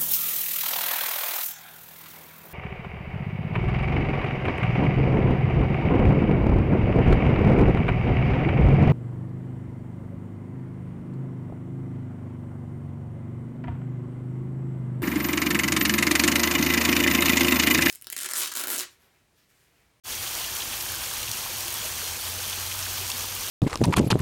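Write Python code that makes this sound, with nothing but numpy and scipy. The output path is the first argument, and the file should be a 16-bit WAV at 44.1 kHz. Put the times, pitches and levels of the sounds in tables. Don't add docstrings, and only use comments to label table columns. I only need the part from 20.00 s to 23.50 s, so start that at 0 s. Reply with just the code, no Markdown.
import sys
import numpy as np
from scipy import signal
from scipy.fft import rfft, irfft, next_fast_len
from scipy.io import wavfile
from scipy.ndimage import uniform_filter1d

SR = 44100
rng = np.random.default_rng(int(sys.argv[2]) if len(sys.argv) > 2 else 0)


def wav_out(sig):
    wavfile.write(sys.argv[1], SR, np.round(np.clip(np.atleast_2d(sig).T, -1, 1) * 32767).astype(np.int16))


def to_linear_factor(level_db):
    exponent = np.asarray(level_db, float) / 20
    return 10 ** exponent


N = 154350

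# pitch in Hz, level in dB.
FIZZ_COLOUR = [(400, -19), (900, -5), (2000, -8), (3300, -0.5), (6000, 0.5), (10000, -0.5), (16100, -11)]
PING_SAG = 0.061


def evened(x):
    return x / np.sqrt(np.mean(x ** 2) + 1e-20)


def read(points, hz):
    f, value = np.transpose(points)
    return np.interp(np.log(hz + 1), np.log(f + 1), value, left=value[0] - 15)


def curve(rows, col):
    rows = np.array(rows)
    return np.interp(np.arange(N) / SR, rows[:, 0], rows[:, col])


def add(mix, s, sound):
    part = mix[round(s * SR):][:len(sound)]
    part += sound[:len(part)]


def slow(low_hz, top_hz, count=30):
    t = np.arange(0, N + 64, 64) / SR
    waves = [np.sin(2 * np.pi * (f * t + rng.random())) / np.sqrt(f)
             for f in np.geomspace(low_hz, top_hz, count)]
    return np.interp(np.arange(N), t * SR, evened(sum(waves)))


def noise(spectrum, patch_db, size, wide, long):
    frames = 4 * N // size + 5
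    hz = np.fft.rfftfreq(size, 1 / SR)
    a, b, patches = rng.standard_normal((frames, len(hz), 3)).T
    patches = uniform_filter1d(patches, max(round(wide), 1), 0)
    patches = evened(uniform_filter1d(patches, max(round(long), 1), 1))
    z = (a + 1j * b) * to_linear_factor(read(spectrum, hz)[:, None] + patch_db * patches)
    return evened(signal.istft(z, nperseg=size, noverlap=size * 3 // 4)[1][:N])


def bubble(hz, cycles, glide, soft=0.074):
    t = np.arange(round(3 * cycles / hz * SR) + 8) / SR
    u = t * hz / cycles
    turns = np.cumsum(np.minimum(hz * (1 + glide * u), .45 * SR)) / SR
    return (1 - np.exp(-u / soft)) * np.exp(-2.3 * u) * np.sin(2 * np.pi * turns)


def sizes(per_s, spread_db, most=4):
    hit = rng.random(N) < per_s / SR
    return hit * to_linear_factor(spread_db * np.minimum(rng.exponential(1, N), most)) * rng.choice([-1, 1], N)


def puff(hz, width, t):
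    bins = np.fft.rfftfreq(len(t), 1 / SR)
    band = np.exp(-.5 * (np.log((bins + 1) / hz) / width) ** 2)
    return evened(irfft(rfft(rng.standard_normal(len(t))) * band))


def wash():
    # pitch in Hz, level in dB per Hz.
    wash_colour = [(76, -29), (190, -1), (354, -2.5), (823, -3.5), (1910, 1.5), (6240, 2), (12000, -4.5),
                   (16000, -7)]
    swell_db = 0.44 * slow(2.53, 16)
    return to_linear_factor(-34 + swell_db) * noise(wash_colour, 1.5, size=512, wide=5, long=5)


def fizz(count=40):
    pops = sizes(per_s=4000, spread_db=2.5)
    kind = rng.integers(0, count, N)
    out = np.zeros(N)
    for k, hz in enumerate(np.linspace(20, 123, count) ** 2):
        cycles, glide = 6 * rng.uniform(0.55, 1.0), 0.17 * rng.uniform(-0.69, 2.19)
        grain = bubble(hz, cycles, glide)
        grain = grain / np.linalg.norm(grain)
        out += to_linear_factor(read(FIZZ_COLOUR, hz)) * signal.oaconvolve(pops * (kind == k), grain)[:N]
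    return to_linear_factor(-37 + 1.4 * slow(3.5, 40)) * evened(out)


def spray():
    burst = np.exp(-np.arange(600) / SR / 0.0014)
    drops = abs(sizes(per_s=130, spread_db=10, most=1.7))
    gate = signal.oaconvolve(drops, burst)[:N]
    return to_linear_factor(-49.5) * evened(gate * noise(FIZZ_COLOUR, 2.0, size=256, wide=12, long=4))


def rumble():
    # pitch in Hz, level in dB per Hz.
    rumble_colour = [(20, -22), (33, -14), (50, 0.5), (70, -5), (110, -2.5), (150, -9.5), (200, -24.5)]
    return to_linear_factor(-46.5) * noise(rumble_colour, 0.91, size=4096, wide=3, long=4)


def drone():
    # time in seconds, pitch in Hz, level in dB.
    drone_path = [(0.1, 95, -54), (.2, 91.9, -49), (.34, 93.7, -67), (.7, 93.5, -67), (.9, 94.3, -49),
                  (1.1, 103.7, -53), (1.3, 101.1, -44), (1.42, 97.4, -53), (1.56, 99, -47),
                  (1.77, 98, -47.5), (1.85, 95.6, -53)]
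    width_hz, steady = 19, 0.44
    t = np.arange(N) / SR
    r = np.exp(-np.pi * width_hz / SR)
    fuzz = rng.standard_normal(N) + 1j * rng.standard_normal(N)
    for _ in range(2):
        fuzz = signal.lfilter([1 - r], [1, -r], fuzz)
    fuzz = evened(fuzz.real) + 1j * evened(fuzz.imag) + steady
    turns = np.cumsum(curve(drone_path, 1)) / SR
    tone = evened((fuzz * np.exp(2j * np.pi * turns)).real)
    fade = np.clip((drone_path[-1][0] - t) / 0.23 + 1, .2, 1)
    return tone * to_linear_factor(curve(drone_path, 2) - 1.0) * fade


def ticks():
    # start in seconds, peak in dB, centre in Hz, length in ms.
    splash_rows = [(.1245, -22, 3500, 4), (.2275, -20, 4000, 4), (.4146, -20, 3300, 4),
                   (.4426, -18, 3000, 8.8), (.566, -23, 3180, 5), (.7255, -21, 2880, 3.5),
                   (.732, -17.5, 2670, 4), (1.0377, -23, 3200, 4), (1.195, -24, 2990, 4),
                   (2.7215, -23, 3200, 2.5), (2.854, -18, 3630, 5), (3.2347, -17, 3330, 4.2),
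                   (0.2753, -29, 3140, 4.5), (0.3874, -16.5, 3270, 4.6), (0.6037, -18, 3150, 5.5),
                   (0.62, -15, 3120, 5.3), (1.2287, -19, 3260, 8.3), (1.265, -25, 3330, 4.5),
                   (1.277, -19, 2900, 8), (1.3141, -15.5, 4280, 3.3), (1.6064, -24, 3120, 4.5),
                   (1.6797, -15.5, 3250, 5.1), (1.7695, -30, 3420, 3.6), (1.8149, -17.5, 3235, 4.5),
                   (1.9895, -27, 3260, 4.4), (2.078, -20, 3310, 5), (2.1257, -27, 2680, 4.5),
                   (2.389, -20, 4200, 4.5), (2.5282, -16, 3290, 5.2), (2.714, -17.5, 3170, 5.1),
                   (2.9798, -20, 3130, 4.5), (3.021, -23, 3100, 4.5), (3.1016, -19, 2600, 5.3),
                   (3.115, -22, 3820, 6.6), (3.284, -22.5, 4100, 5.1), (3.3639, -20, 2530, 4.5)]
    # start in seconds, peak in dB, centre in Hz.
    spit_rows = [(0.1507, -23, 14500), (0.2744, -28, 15000), (0.3388, -14, 13000), (0.5503, -17, 11900),
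                 (0.7668, -22, 11700), (0.8047, -17, 12600), (0.8237, -11, 13100), (0.9185, -33, 10880),
                 (0.919, -12, 11000), (1.136, -22, 11700), (1.313, -17, 12900), (1.6049, -21, 11300),
                 (1.6797, -20, 14600), (1.7403, -14, 12800), (1.8399, -22, 13100), (1.9047, -19, 13400),
                 (3.1, -29, 13000), (3.1788, -13, 12000), (3.2575, -17, 13300), (3.3509, -17, 13600)]
    rows = list(splash_rows) + [(s, db - 3, hz, 2.7) for s, db, hz in spit_rows]
    out, t = np.zeros(N), np.arange(1200) / SR
    for s, db, hz, ms in rows:
        add(out, s, to_linear_factor(db - 4) * bubble(hz, 4.3, -PING_SAG))
        shape = np.minimum(t / 0.0016, 1) * np.exp(-1000 * t / max(ms, .3))
        shape = shape * np.repeat(rng.exponential(1, len(t) // 20), 20) ** 0.35
        add(out, s, to_linear_factor(db - 10.5) * shape * puff(hz, 0.32, t))
    return out


def snaps():
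    # start in seconds, peak in dB, centre in Hz.
    snap_rows = [(0.1262, -21, 5070), (0.1522, -20, 14130), (0.2174, -20, 8560), (0.2307, -21, 4930),
                 (0.2763, -18, 3940), (0.3526, -13.5, 6060), (0.3873, -20, 4760), (0.3955, -21, 6370),
                 (0.416, -24, 4040), (0.4419, -18, 12020), (0.4633, -19, 11400), (0.5524, -17, 13410),
                 (0.5669, -17, 6130), (0.62, -20, 3550), (0.7681, -19, 11890), (0.8086, -16, 5880),
                 (0.8251, -19, 12320), (0.9199, -15, 11270), (0.955, -17, 6460), (1.0388, -24, 5460),
                 (1.1374, -20, 10710), (1.2303, -18, 7840), (1.2334, -23, 3860), (1.2837, -20, 5130),
                 (1.2935, -19, 6340), (1.315, -7, 5810), (1.5844, -21, 7800), (1.6064, -12.5, 8490),
                 (1.6088, -20, 4900), (1.6818, -12, 7430), (1.7409, -13, 10670), (1.7706, -25, 4710),
                 (1.8612, -24, 6260), (1.9911, -25, 4040), (2.0529, -15, 5070), (2.0607, -19, 5000),
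                 (2.3892, -21, 5880), (2.4034, -22, 6030), (2.4308, -19, 9250), (2.4794, -17, 10280),
                 (2.499, -14, 7200), (2.5053, -20, 5610), (2.576, -24, 11100), (2.7908, -15, 5840),
                 (2.8265, -18, 5690), (2.8571, -18, 5440), (2.9326, -26, 7580), (3.067, -19, 6530),
                 (3.0793, -21, 6130), (3.1017, -10, 7320), (3.1171, -13, 4040), (3.18, -21, 11810),
                 (3.1959, -17, 5480), (3.236, -24, 3620), (3.2853, -18, 4830), (3.351, -17, 12900)]
    lead_s = 0.00019
    out, t = np.zeros(N), np.arange(1200) / SR
    for s, db, hz in snap_rows:
        add(out, s - lead_s, to_linear_factor(db - 0.5) * bubble(hz, 3, -PING_SAG))
        add(out, s, to_linear_factor(db - 11) * np.exp(-1000 * t / 1.5) * puff(hz, 0.45, t))
    return out


def blobs():
    # start in seconds, peak in dB, pitch in Hz, rise as a share of the pitch.
    blob_rows = [(.654, -27, 1110, .05), (.899, -21, 1580, .05), (0.966, -38, 324, 0.034),
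                 (1.112, -26, 1530, .05), (1.494, -33, 519, .03), (2.016, -24, 1500, .05),
                 (2.028, -30, 436, 0.026), (2.381, -31, 476, 0.028), (2.939, -26, 1420, 0.042),
                 (3.01, -32, 365, 0.039), (3.048, -27, 945, 0.036), (3.375, -36, 510, 0.029),
                 (0.225, -25, 1580, 0.078), (0.348, -32, 930, .02), (.486, -19.5, 1630, .08),
                 (0.621, -25, 1670, 0.11), (.738, -29, 850, 0.17), (.861, -24, 1600, .05),
                 (0.94, -21, 1500, 0.045), (1.46, -25, 1030, 0.035), (1.462, -33, 1120, .03),
                 (1.654, -34, 337, .03), (1.845, -27, 624, 0.016), (2.714, -17, 1860, 0.084),
                 (2.748, -21, 845, 0.5), (2.864, -18.5, 1404, 0.22), (3.094, -25, 950, 0.039),
                 (3.242, -27, 990, 0.033)]
    out = np.zeros(N)
    for s, db, hz, rise in blob_rows:
        cycles = 10.4 / (1 + 2 * abs(rise))
        add(out, s, to_linear_factor(db - 2.5) * bubble(hz, cycles, 2 * rise, soft=0.22))
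    return out


def engine():
    # time in seconds, firing rate in Hz, level in dB.
    engine_path = [
        (1.84, 77.7, -45),
        (1.95, 80, -54),
        (2.07, 86.3, -48),
        (2.2, 86.8, -54),
        (2.3, 87.6, -45.5),
        (2.55, 91.9, -47.5),
        (2.8, 93, -43.5),
        (3.2, 93.1, -48),
        (3.4, 94.1, -51),
        (3.5, 94, -59),
    ]
    t = np.arange(N) / SR
    turns = np.cumsum(curve(engine_path, 1) + 0.24 * slow(1.33, 4)) / SR
    start = np.clip((t - engine_path[0][0]) / 0.067, 0, 1)
    level_db = curve(engine_path, 2) + 3.5 + 1.3 * slow(4.2, 7.3)
    return start * to_linear_factor(level_db) * np.sin(2 * np.pi * turns)


def bank(x):
    # centre in Hz, width in Hz, change in dB.
    bank_dips = [(240, 9, 2), (300, 15, -2), (1030, 20, 2), (201, 15, -5.5), (840, 77, 2.5), (1100, 31, -1),
                 (3220, 110, 1), (15500, 500, 1), (2000, 216, -2.5), (3840, 206, -2.5), (5070, 300, -2.5),
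                 (7500, 290, -3), (10380, 380, -3.5), (13600, 2130, 3.5)]
    delay_s, share, dull_hz = 0.00711, -0.38, 690
    size = next_fast_len(N + 4096)
    hz = np.fft.rfftfreq(size, 1 / SR)
    dips_db = sum(db * np.exp(-.5 * ((hz - f) / w) ** 2) for f, w, db in bank_dips)
    echo = 1 + share * np.exp(-2j * np.pi * hz * delay_s) / (1 + (hz / dull_hz) ** 4)
    return irfft(rfft(x, size) * to_linear_factor(dips_db) * echo, size)[:N]


def scene():
    # time in seconds, level in dB.
    flow_path = [(.1, 0), (.4, 0.4), (.7, 0), (1.0, 0.3), (1.3, -0.06), (1.6, 0.3), (1.9, 0.5), (2.1, 0),
                 (2.3, -0.1), (2.5, 0.5), (2.7, -0.1), (2.9, 0.55), (3.1, 0.3), (3.3, -0.4), (3.5, -0.1)]
    flow = to_linear_factor(curve(flow_path, 1))
    water = flow * (wash() + fizz() + spray()) + ticks() + snaps() + blobs()
    traffic = rumble() + drone() + engine()
    return np.tile(bank(water) + traffic, (2, 1))


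def band_limit(x):
    return signal.sosfilt(signal.butter(12, 17090, fs=SR, output="sos"), x)


def record(dry):
    start_s, fade_s = 0.036, 0.063
    fade = np.clip((np.arange(N) / SR - start_s) / fade_s, 0, 1) ** 0.93
    edge = signal.firwin(1023, 15740, window=("kaiser", 9), fs=SR)
    mix = signal.oaconvolve(dry * fade, edge[None], "same")
    return band_limit(mix)


dry = scene()
out = record(dry)
wav_out(out)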